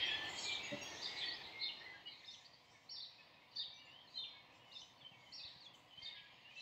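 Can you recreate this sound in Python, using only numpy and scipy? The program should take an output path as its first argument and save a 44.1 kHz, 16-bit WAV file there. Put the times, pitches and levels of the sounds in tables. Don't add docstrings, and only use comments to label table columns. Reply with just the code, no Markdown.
import sys
import numpy as np
from scipy import signal
from scipy.fft import rfft, irfft
from scipy.io import wavfile
from scipy.ndimage import uniform_filter1d

SR = 44100
rng = np.random.default_rng(int(sys.argv[2]) if len(sys.argv) > 2 else 0)


def voltage_ratio(decibels):
    exponent = np.asarray(decibels, float) / 20
    return 10 ** exponent


def pcm_store(signal):
    levels = np.round(np.clip(np.atleast_2d(signal), -1, 1) * 32767)
    wavfile.write(sys.argv[1], SR, levels.astype(np.int16).T)


N = 291501
TIME = np.arange(N) / SR


def unit(x):
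    return x / np.sqrt(np.mean(x ** 2))


def colour(x, spectrum):
    hz, db = np.transpose(spectrum)
    bins_hz = np.arange(N // 2 + 1) * SR / N + 1
    curve_db = np.interp(np.log(bins_hz), np.log(hz), db, -99, -99)
    return unit(irfft(rfft(x) * voltage_ratio(curve_db), N))


def walk(rate_hz):
    window = int(SR / rate_hz)
    smooth = uniform_filter1d(rng.standard_normal(N), window)
    return unit(uniform_filter1d(smooth, window))


def crossfade(start_db, later_db):
    from_s, to_s = 0.28, 2.39
    gone = np.clip((TIME - from_s) / (to_s - from_s), 0, 1)
    old = voltage_ratio(start_db) * (1 - gone) ** 0.87
    new = voltage_ratio(later_db) * gone ** 0.13
    return np.hypot(old, new)


def swells(table):
    return sum(voltage_ratio(db) * np.exp(-((TIME - s) / half) ** 2) for s, half, db in table)


def rasp():
    return np.array([walk(600), walk(500)])


def add(out, start_s, points, edge_s, wobble):
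    s, *columns = np.transpose(points)
    t = np.arange(s[0], s[-1], 1 / SR)
    hz, db, rough = (np.interp(t, s, column) for column in columns)
    i = max(int((start_s + s[0]) * SR), 0)
    first = i % (wobble.shape[1] - len(t))
    pitch_shake, level_shake = rough * wobble[:, first:first + len(t)]
    ends = np.clip(np.minimum(t - s[0], s[-1] - t) / edge_s, 0, 1)
    phase = 2 * np.pi * np.cumsum(hz * (1 + 0.0951 * pitch_shake)) / SR
    tone = np.sqrt(2) * ends * voltage_ratio(db + 2.3 * level_shake) * np.sin(phase)
    out[i:i + len(t)] += tone[:N - i]


def sing(notes, rough):
    out, wobble = np.zeros(N), rasp()
    for (s, length, first_hz, last_hz, db), mood in zip(notes, rng.random(len(notes))):
        points = [(0, first_hz, db, rough), (length, last_hz, db, rough)]
        add(out, s, points, edge_s=0.008, wobble=wobble[:, int(mood * N / 2):])
    return out


def trees(x, direct_db, first_t60, second_db, second_t60):
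    t = np.arange(SR) / SR
    first, second = (unit(rng.standard_normal(SR) * voltage_ratio(-60 * t / t60)) / np.sqrt(SR)
                     for t60 in (first_t60, second_t60))
    echo = first + voltage_ratio(second_db) * second
    stirred = x * voltage_ratio(4 * walk(120))
    total = voltage_ratio(direct_db) * x + signal.fftconvolve(stirred, echo)[:N]
    return total / np.sqrt(voltage_ratio(2 * direct_db) + np.sum(echo ** 2))


def traffic():
    # (per Hz, relative)
    rumble_curve = [(12, -44), (20, -22), (49, -16.5), (122, -1), (218, -8), (286, -5), (420, -14),
                    (499, -5.5), (667, -6.5), (720, -3), (857, -6), (980, -1.5), (1390, -16), (2000, -16.5),
                    (2600, -35.5), (4400, -120)]
    # centre_s, half_width_s, peak_db
    passing_swell = [(4.9, 1.43, -81)]
    gain = crossfade(-np.inf, -71.5) + swells(passing_swell)
    return colour(rng.standard_normal(N), rumble_curve) * gain * voltage_ratio(1.0 * walk(24))


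def wood():
    # (per Hz, relative)
    rush_curve = [(12, -51), (20, -29), (97, -4.5), (225, -10.5), (323, -3.5), (572, -7.5), (837, -2),
                  (1400, -13), (1630, -15.5), (1760, -19), (1900, -35.5), (2470, -20.5), (4180, -120)]
    gain = crossfade(-55.5, -np.inf)
    return colour(rng.standard_normal(N), rush_curve) * gain * voltage_ratio(0.7 * walk(4.5))


def hiss():
    # (per Hz, relative)
    hiss_curve = [(5000, -29), (7500, -3.5), (9500, -5), (12000, -3.5), (14500, -3), (15700, 2)]
    # start_s, level_db, t60_s (time to die by 60 dB)
    puff_table = [(0.83, -71, 0.28), (3.02, -92, 0.13), (3.559, -93, 0.18), (5.735, -88, 0.51)]
    puffs = sum((TIME > s) * voltage_ratio(db - 60 * np.abs(TIME - s) / t60) for s, db, t60 in puff_table)
    steady = crossfade(-81, -92.5) * voltage_ratio(0.96 * walk(25))
    return colour(rng.standard_normal(N), hiss_curve) * (steady + puffs)


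def bumps():
    # start_s, level_db (of the bell curve), pitch_hz
    thumps = [(5.018, -65, 146), (5.106, -60, 165), (5.331, -72, 127), (5.438, -57.5, 102),
              (5.55, -60, 150), (5.971, -60, 125), (6.02, -60, 104)]
    late_s, width_s = 0.0144, 0.0032
    out = np.zeros(N)
    for s, db, hz in thumps:
        t = TIME - s - late_s
        out += voltage_ratio(db) * np.exp(-(t / width_s) ** 2 / 2) * np.sin(2 * np.pi * hz * t)
    return out


def knock():
    # start_s, level_db (added to each tone)
    start_s, level_db = (.715, -42.5)
    # pitch_hz, level_db (relative), t60_s (time to die by 60 dB)
    ringing = [(133.7, -6, 0.33), (207.4, -3, 0.51), (290, -1, 0.49), (397, -11, 0.33), (580, 2.5, 0.49)]
    rise_s, free_s = 0.014, 0.031
    t = np.maximum(TIME - start_s, 0)
    shape = np.interp(t, [0, rise_s, free_s, free_s + rise_s], [0, 1, 1, voltage_ratio(-10)])
    tones = sum((-1) ** k * voltage_ratio(db - 60 * t / t60) * np.sin(2 * np.pi * hz * t)
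                for k, (hz, db, t60) in enumerate(ringing))
    return voltage_ratio(level_db) * shape * tones


def far_birds(count, low_hz, high_hz, spectrum, blur):
    out, wobble = np.zeros(N), rasp()
    for s, pitch, length, glide, rough in rng.random((count, 5)):
        hz = low_hz * (high_hz / low_hz) ** pitch
        length_s = 0.01497 + 0.0662 * length
        last_hz = hz * (1 + 0.37 * (glide - 0.5))
        note = [(0, hz, 0, 0.6 * rough), (length_s, last_hz, 0, 0.45 * rough)]
        add(out, s * N / SR, note, edge_s=0.013, wobble=wobble)
    notes = unit(trees(out, direct_db=-18, first_t60=0.63, second_db=1.5, second_t60=0.35))
    wash = colour(rng.standard_normal(N), [(low_hz, 0), (high_hz, 0)])
    return colour(notes + blur * wash, spectrum)


def far_chorus():
    # (per Hz, relative)
    chorus_curve = [(880, -41.5), (1500, -18.5), (1940, 1), (2630, -0.5), (3240, -1), (3500, -4.5),
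                    (3640, -2), (4810, -6.5), (6000, -31.5), (7800, -65), (13200, -120)]
    # centre_s, half_width_s, peak_db
    chorus_swells = [(0, 0.093, -47), (1.2, 0.067, -57), (3.3, 0.17, -78), (4.36, 0.095, -85.5),
                     (5.49, 0.16, -73.5), (6.13, 0.12, -67), (6.61, 0.34, -70.5)]
    far = far_birds(count=400, low_hz=1472.6, high_hz=6068, spectrum=chorus_curve, blur=1.0)
    return far * (crossfade(-53, -70.5) + swells(chorus_swells))


def shrill_birds():
    # (per Hz, relative)
    shrill_curve = [(3060, -34.5), (5200, -6), (5760, -10), (5940, -8.5), (6570, -11.5), (7860, -19.5),
                    (10200, -56), (17300, -120)]
    # centre_s, half_width_s, peak_db
    gusts = [(1.1, 0.16, -67), (2.34, 0.13, -74.5), (2.75, 0.14, -82), (3.6, 0.054, -87), (4.18, .07, -82),
             (4.56, 0.04, -84), (4.8, .1, -77.5), (5.36, 0.19, -84), (5.65, 0.027, -80),
             (6.06, 0.051, -78.5), (6.61, 0.08, -75.5)]
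    shrill = far_birds(count=200, low_hz=5200, high_hz=9470, spectrum=shrill_curve, blur=1.1)
    return shrill * (crossfade(-71, -88) + swells(gusts))


def trill():
    # start_s, length_s, top_hz, bottom_hz, sweeps a second
    s, length, top_hz, bottom_hz, rate = (.245, .27, 8050, 6300, 30)
    out, wobble = np.zeros(N), rasp()
    for k in np.arange(0, length, 1 / rate):
        db = -55.5 - 9 * (2 * k / length - 1.1) ** 2
        sweep = [(0, top_hz, db - 3, 0.08),
                 (0.31 / rate, 0.92 * top_hz, db, 0.15),
                 (1.3 / rate, bottom_hz, db - 2.5, 0.1)]
        add(out, s + k, sweep, edge_s=0.0023, wobble=wobble)
    return trees(out, direct_db=-12, first_t60=0.21, second_db=-11, second_t60=0.55)


def whistlers():
    # start_s, length_s, first_hz, last_hz, level_db
    clear_notes = [(0, 0.077, 3218, 3190, -41.5), (0, 0.18, 3710, 3770, -67),
                   (.027, 0.057, 4650, 4700, -67), (.03, 0.14, 4940, 5100, -70),
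                   (.045, 0.046, 5600, 5640, -63), (.106, 0.052, 3335, 3362, -48.5),
                   (.103, 0.192, 1722, 1786, -53), (.325, .11, 3230, 3210, -52.5),
                   (.447, 0.21, 2394, 2280, -50), (.62, 0.222, 2660, 2716, -57.5),
                   (.626, 0.058, 6700, 6620, -59), (.679, 0.084, 3755, 3760, -56.5),
                   (.765, .12, 6620, 6460, -64), (.807, 0.043, 5660, 5640, -62),
                   (.837, .045, 3210, 3380, -54), (.875, 0.064, 5660, 5680, -63.5),
                   (.994, 0.037, 6260, 6330, -68), (1.056, .04, 4870, 5480, -68),
                   (1.082, 0.12, 2173, 2223, -55.5), (1.151, 0.036, 4600, 4870, -58),
                   (1.255, 0.054, 4550, 4370, -52.5), (1.301, 0.057, 3610, 5420, -52.5),
                   (1.51, 0.026, 3940, 3800, -56.5), (1.604, 0.056, 4000, 5150, -58),
                   (1.855, 0.089, 2030, 2008, -54.5), (1.935, 0.038, 1610, 1660, -59.5),
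                   (2.053, 0.046, 2920, 2910, -53), (2.07, .061, 3180, 3090, -60),
                   (2.184, 0.039, 4700, 3240, -68), (2.572, 0.056, 3080, 3550, -75),
                   (2.718, 0.077, 3680, 3626, -73), (2.891, 0.034, 2960, 3040, -67),
                   (3.18, .039, 2510, 2557, -61), (3.324, 0.012, 2090, 1960, -67),
                   (3.72, 0.18, 2320, 2305, -70.5), (3.733, .056, 6020, 5930, -75),
                   (3.847, 0.035, 6970, 7240, -78), (4.068, 0.028, 4480, 3800, -64.5),
                   (4.154, 0.057, 3123, 3090, -53.5), (4.161, 0.025, 1908, 2090, -73),
                   (4.24, 0.057, 2450, 2280, -72), (4.306, 0.11, 2250, 2195, -67),
                   (4.33, .06, 1630, 1710, -75), (4.345, 0.029, 3635, 3625, -56),
                   (5.005, .033, 3730, 2950, -60.5), (5.045, 0.029, 3084, 3070, -52),
                   (5.2, 0.16, 6700, 6900, -87.5), (5.11, .043, 2900, 2460, -66),
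                   (5.122, .13, 2280, 2160, -68), (5.262, 0.032, 3070, 3060, -52),
                   (5.395, 0.03, 2480, 2620, -62.5), (5.445, 0.015, 2650, 2560, -57),
                   (5.6, .078, 4900, 3150, -58.5), (5.736, 0.024, 3220, 2900, -60.5),
                   (5.904, 0.056, 3060, 2990, -62), (5.97, .03, 3040, 3143, -54),
                   (6.0, 0.077, 3170, 3160, -61.5), (6.01, 0.11, 2113, 2204, -62.5),
                   (6.1, 0.071, 2174, 2060, -69), (6.134, 0.14, 1664, 1656, -71),
                   (6.26, 0.079, 3220, 3180, -70.5), (6.291, .13, 2380, 2390, -76),
                   (6.557, .069, 2660, 2634, -56)]
    # start_s, length_s, first_hz, last_hz, level_db
    raspy_notes = [(0, 0.11, 3343, 3230, -47.5), (.372, 0.032, 4250, 4690, -51.5),
                   (5.735, .07, 7000, 7730, -78), (0, 0.073, 2070, 2030, -47), (0, 0.17, 2790, 2566, -50),
                   (.16, 0.13, 3210, 3040, -51.5), (.426, 0.07, 4654, 3500, -48),
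                   (.457, .13, 3650, 3490, -48), (.469, .084, 4060, 3890, -49.5),
                   (.489, 0.042, 3204, 3050, -46.5), (.883, 0.14, 6220, 6010, -63.5),
                   (.963, 0.068, 3525, 4120, -56.5), (1.037, 0.026, 4340, 4630, -44),
                   (1.165, 0.1, 4240, 3175, -47), (1.203, .13, 3730, 2947, -61),
                   (1.227, 0.086, 4260, 3380, -54.5), (1.425, 0.058, 3940, 3930, -57),
                   (1.703, 0.029, 3250, 3000, -65), (1.798, 0.12, 1920, 1866, -61),
                   (2.064, 0.09, 4550, 3790, -61), (2.129, 0.12, 2390, 2103, -66.5),
                   (2.443, 0.0298, 4100, 4900, -57.5), (2.529, 0.026, 4260, 5180, -62),
                   (3.509, .053, 4520, 3890, -67), (3.548, 0.019, 5430, 5470, -68),
                   (3.99, 0.045, 3460, 3400, -72), (4.092, 0.11, 4550, 4520, -72),
                   (4.496, 0.078, 2520, 2800, -68.5), (6.148, 0.054, 3380, 2990, -57.5),
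                   (6.179, .03, 2800, 3040, -61)]
    # time_s, pitch_hz, level_db
    arches = [
        [(1.46, 2057, -63.5), (1.6, 2143, -56), (1.65, 2177, -53.5), (1.685, 2106, -52)],
        [(3.77, 2680, -68), (3.81, 2900, -65), (3.89, 2730, -64), (3.96, 3090, -63), (4.05, 3370, -70)],
        [(4.56, 2670, -77), (4.63, 2940, -71), (4.662, 3025, -67.5), (4.73, 2810, -67.5), (4.78, 2558, -65.5)],
        [(6.44, 2700, -59), (6.492, 2920, -67), (6.54, 3110, -65.5), (6.61, 2970, -61)],
    ]
    # start_s, spacing_s, length_s, pitch_hz, level_db
    s, spacing, length, hz, db = (1.197, .0355, .021, 1910, -49.5)
    clear_rough, rasp_rough = 0.06, 0.7
    pips = [(s + k * spacing, length, hz, hz, db - 9 * (k in (0, 4))) for k in range(5)]
    near = sing(clear_notes + pips, clear_rough)
    wobble = rasp()
    for arch in arches:
        add(near, 0, [(*point, 2 * clear_rough) for point in arch], edge_s=0.014, wobble=wobble)
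    flutter = voltage_ratio(3 * walk(55))
    near = trees(near * flutter, direct_db=5, first_t60=0.18, second_db=-6, second_t60=0.6)
    deep = sing(raspy_notes, rasp_rough)
    return near + trees(deep, direct_db=-0.5, first_t60=0.12, second_db=-1.5, second_t60=1.0)


def chirper():
    # time_s (from the chirp's start), pitch_hz, level_db (relative)
    chirp_shapes = [
        [[(0, 3966, -9.5), (.008, 4340, -1), (.02, 5500, -11.5), (.032, 5603, 0), (.055, 5220, -6.5),
         (.064, 4650, -2), (.077, 3780, -6), (.1, 3400, -20)], [(.006, 4405, -7), (.05, 4720, -25.5),
         (.105, 4524, -0.5)], [(.112, 3403, -3), (.125, 3850, -1), (.14, 4497, -1), (.168, 3040, -10)]],
        [[(0, 4244, -4.5), (.007, 4880, -9), (.022, 4850, -8.5), (.032, 4463, 2), (.04, 3625, -1.5),
         (.068, 3748, -4.5), (.087, 2690, -13.5)], [(0, 3405, -22), (.015, 3750, -3)], [(.004, 4575, -1),
         (.028, 4406, -11)]],
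        [[(0, 3724, -1.5), (.012, 4160, -5.5), (.035, 4094, 7.5), (.078, 4324, -23)], [(.03, 4234, 3),
         (.042, 3700, -2), (.09, 3640, -4.5), (.108, 2584, 2.5)]],
        [[(0, 3080, -20), (.012, 3950, -2.5), (.025, 5200, -11.5), (.07, 5060, -10), (.085, 5610, -15.5),
         (.11, 6210, -6)], [(.03, 3850, -17), (.045, 3640, -1), (.063, 3638, -3.5), (.075, 4433, -3.5),
         (.095, 4137, -9.5), (.115, 2735, 2)]],
    ]
    # start_s, level_db (added), added hoarseness (0-1)
    sung_chirps = [
        [(.37, -52, .1), (2.887, -47.5, .02), (5.318, -48.5, .04)],
        [(1.016, -44, .25), (3.556, -42.5, .08), (6.018, -49, .06)],
        [(1.59, -45.5, .15), (4.14, -46, .01), (6.572, -50.5, .03)],
        [(2.238, -51.5, .08), (4.71, -52.5, .15)],
    ]
    tire_per_s, rough_per_khz_a_second = 1.3, 0.0009
    out, wobble = np.zeros(N), rasp()
    for shape, sung in zip(chirp_shapes, sung_chirps):
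        for s, db, hoarse in sung:
            for stroke in shape:
                t, hz, stroke_db = np.transpose(stroke)
                slide = np.abs(np.gradient(hz / 1000, t))
                rough = hoarse + tire_per_s * t + rough_per_khz_a_second * slide
                points = np.transpose([t, hz, db + stroke_db, rough])
                add(out, s, points, edge_s=0.006, wobble=wobble)
    return trees(out, direct_db=-2, first_t60=0.26, second_db=-4.5, second_t60=0.79)


def scene():
    background = traffic() + wood() + hiss() + bumps() + knock()
    birds = far_chorus() + shrill_birds() + trill() + whistlers() + chirper()
    return (background + birds)[None]


def roll_off(x):
    return signal.sosfilt(signal.butter(12, 15720, fs=SR, output="sos"), x)


def record(dry):
    return roll_off(dry)


dry = scene()
out = record(dry)
pcm_store(out)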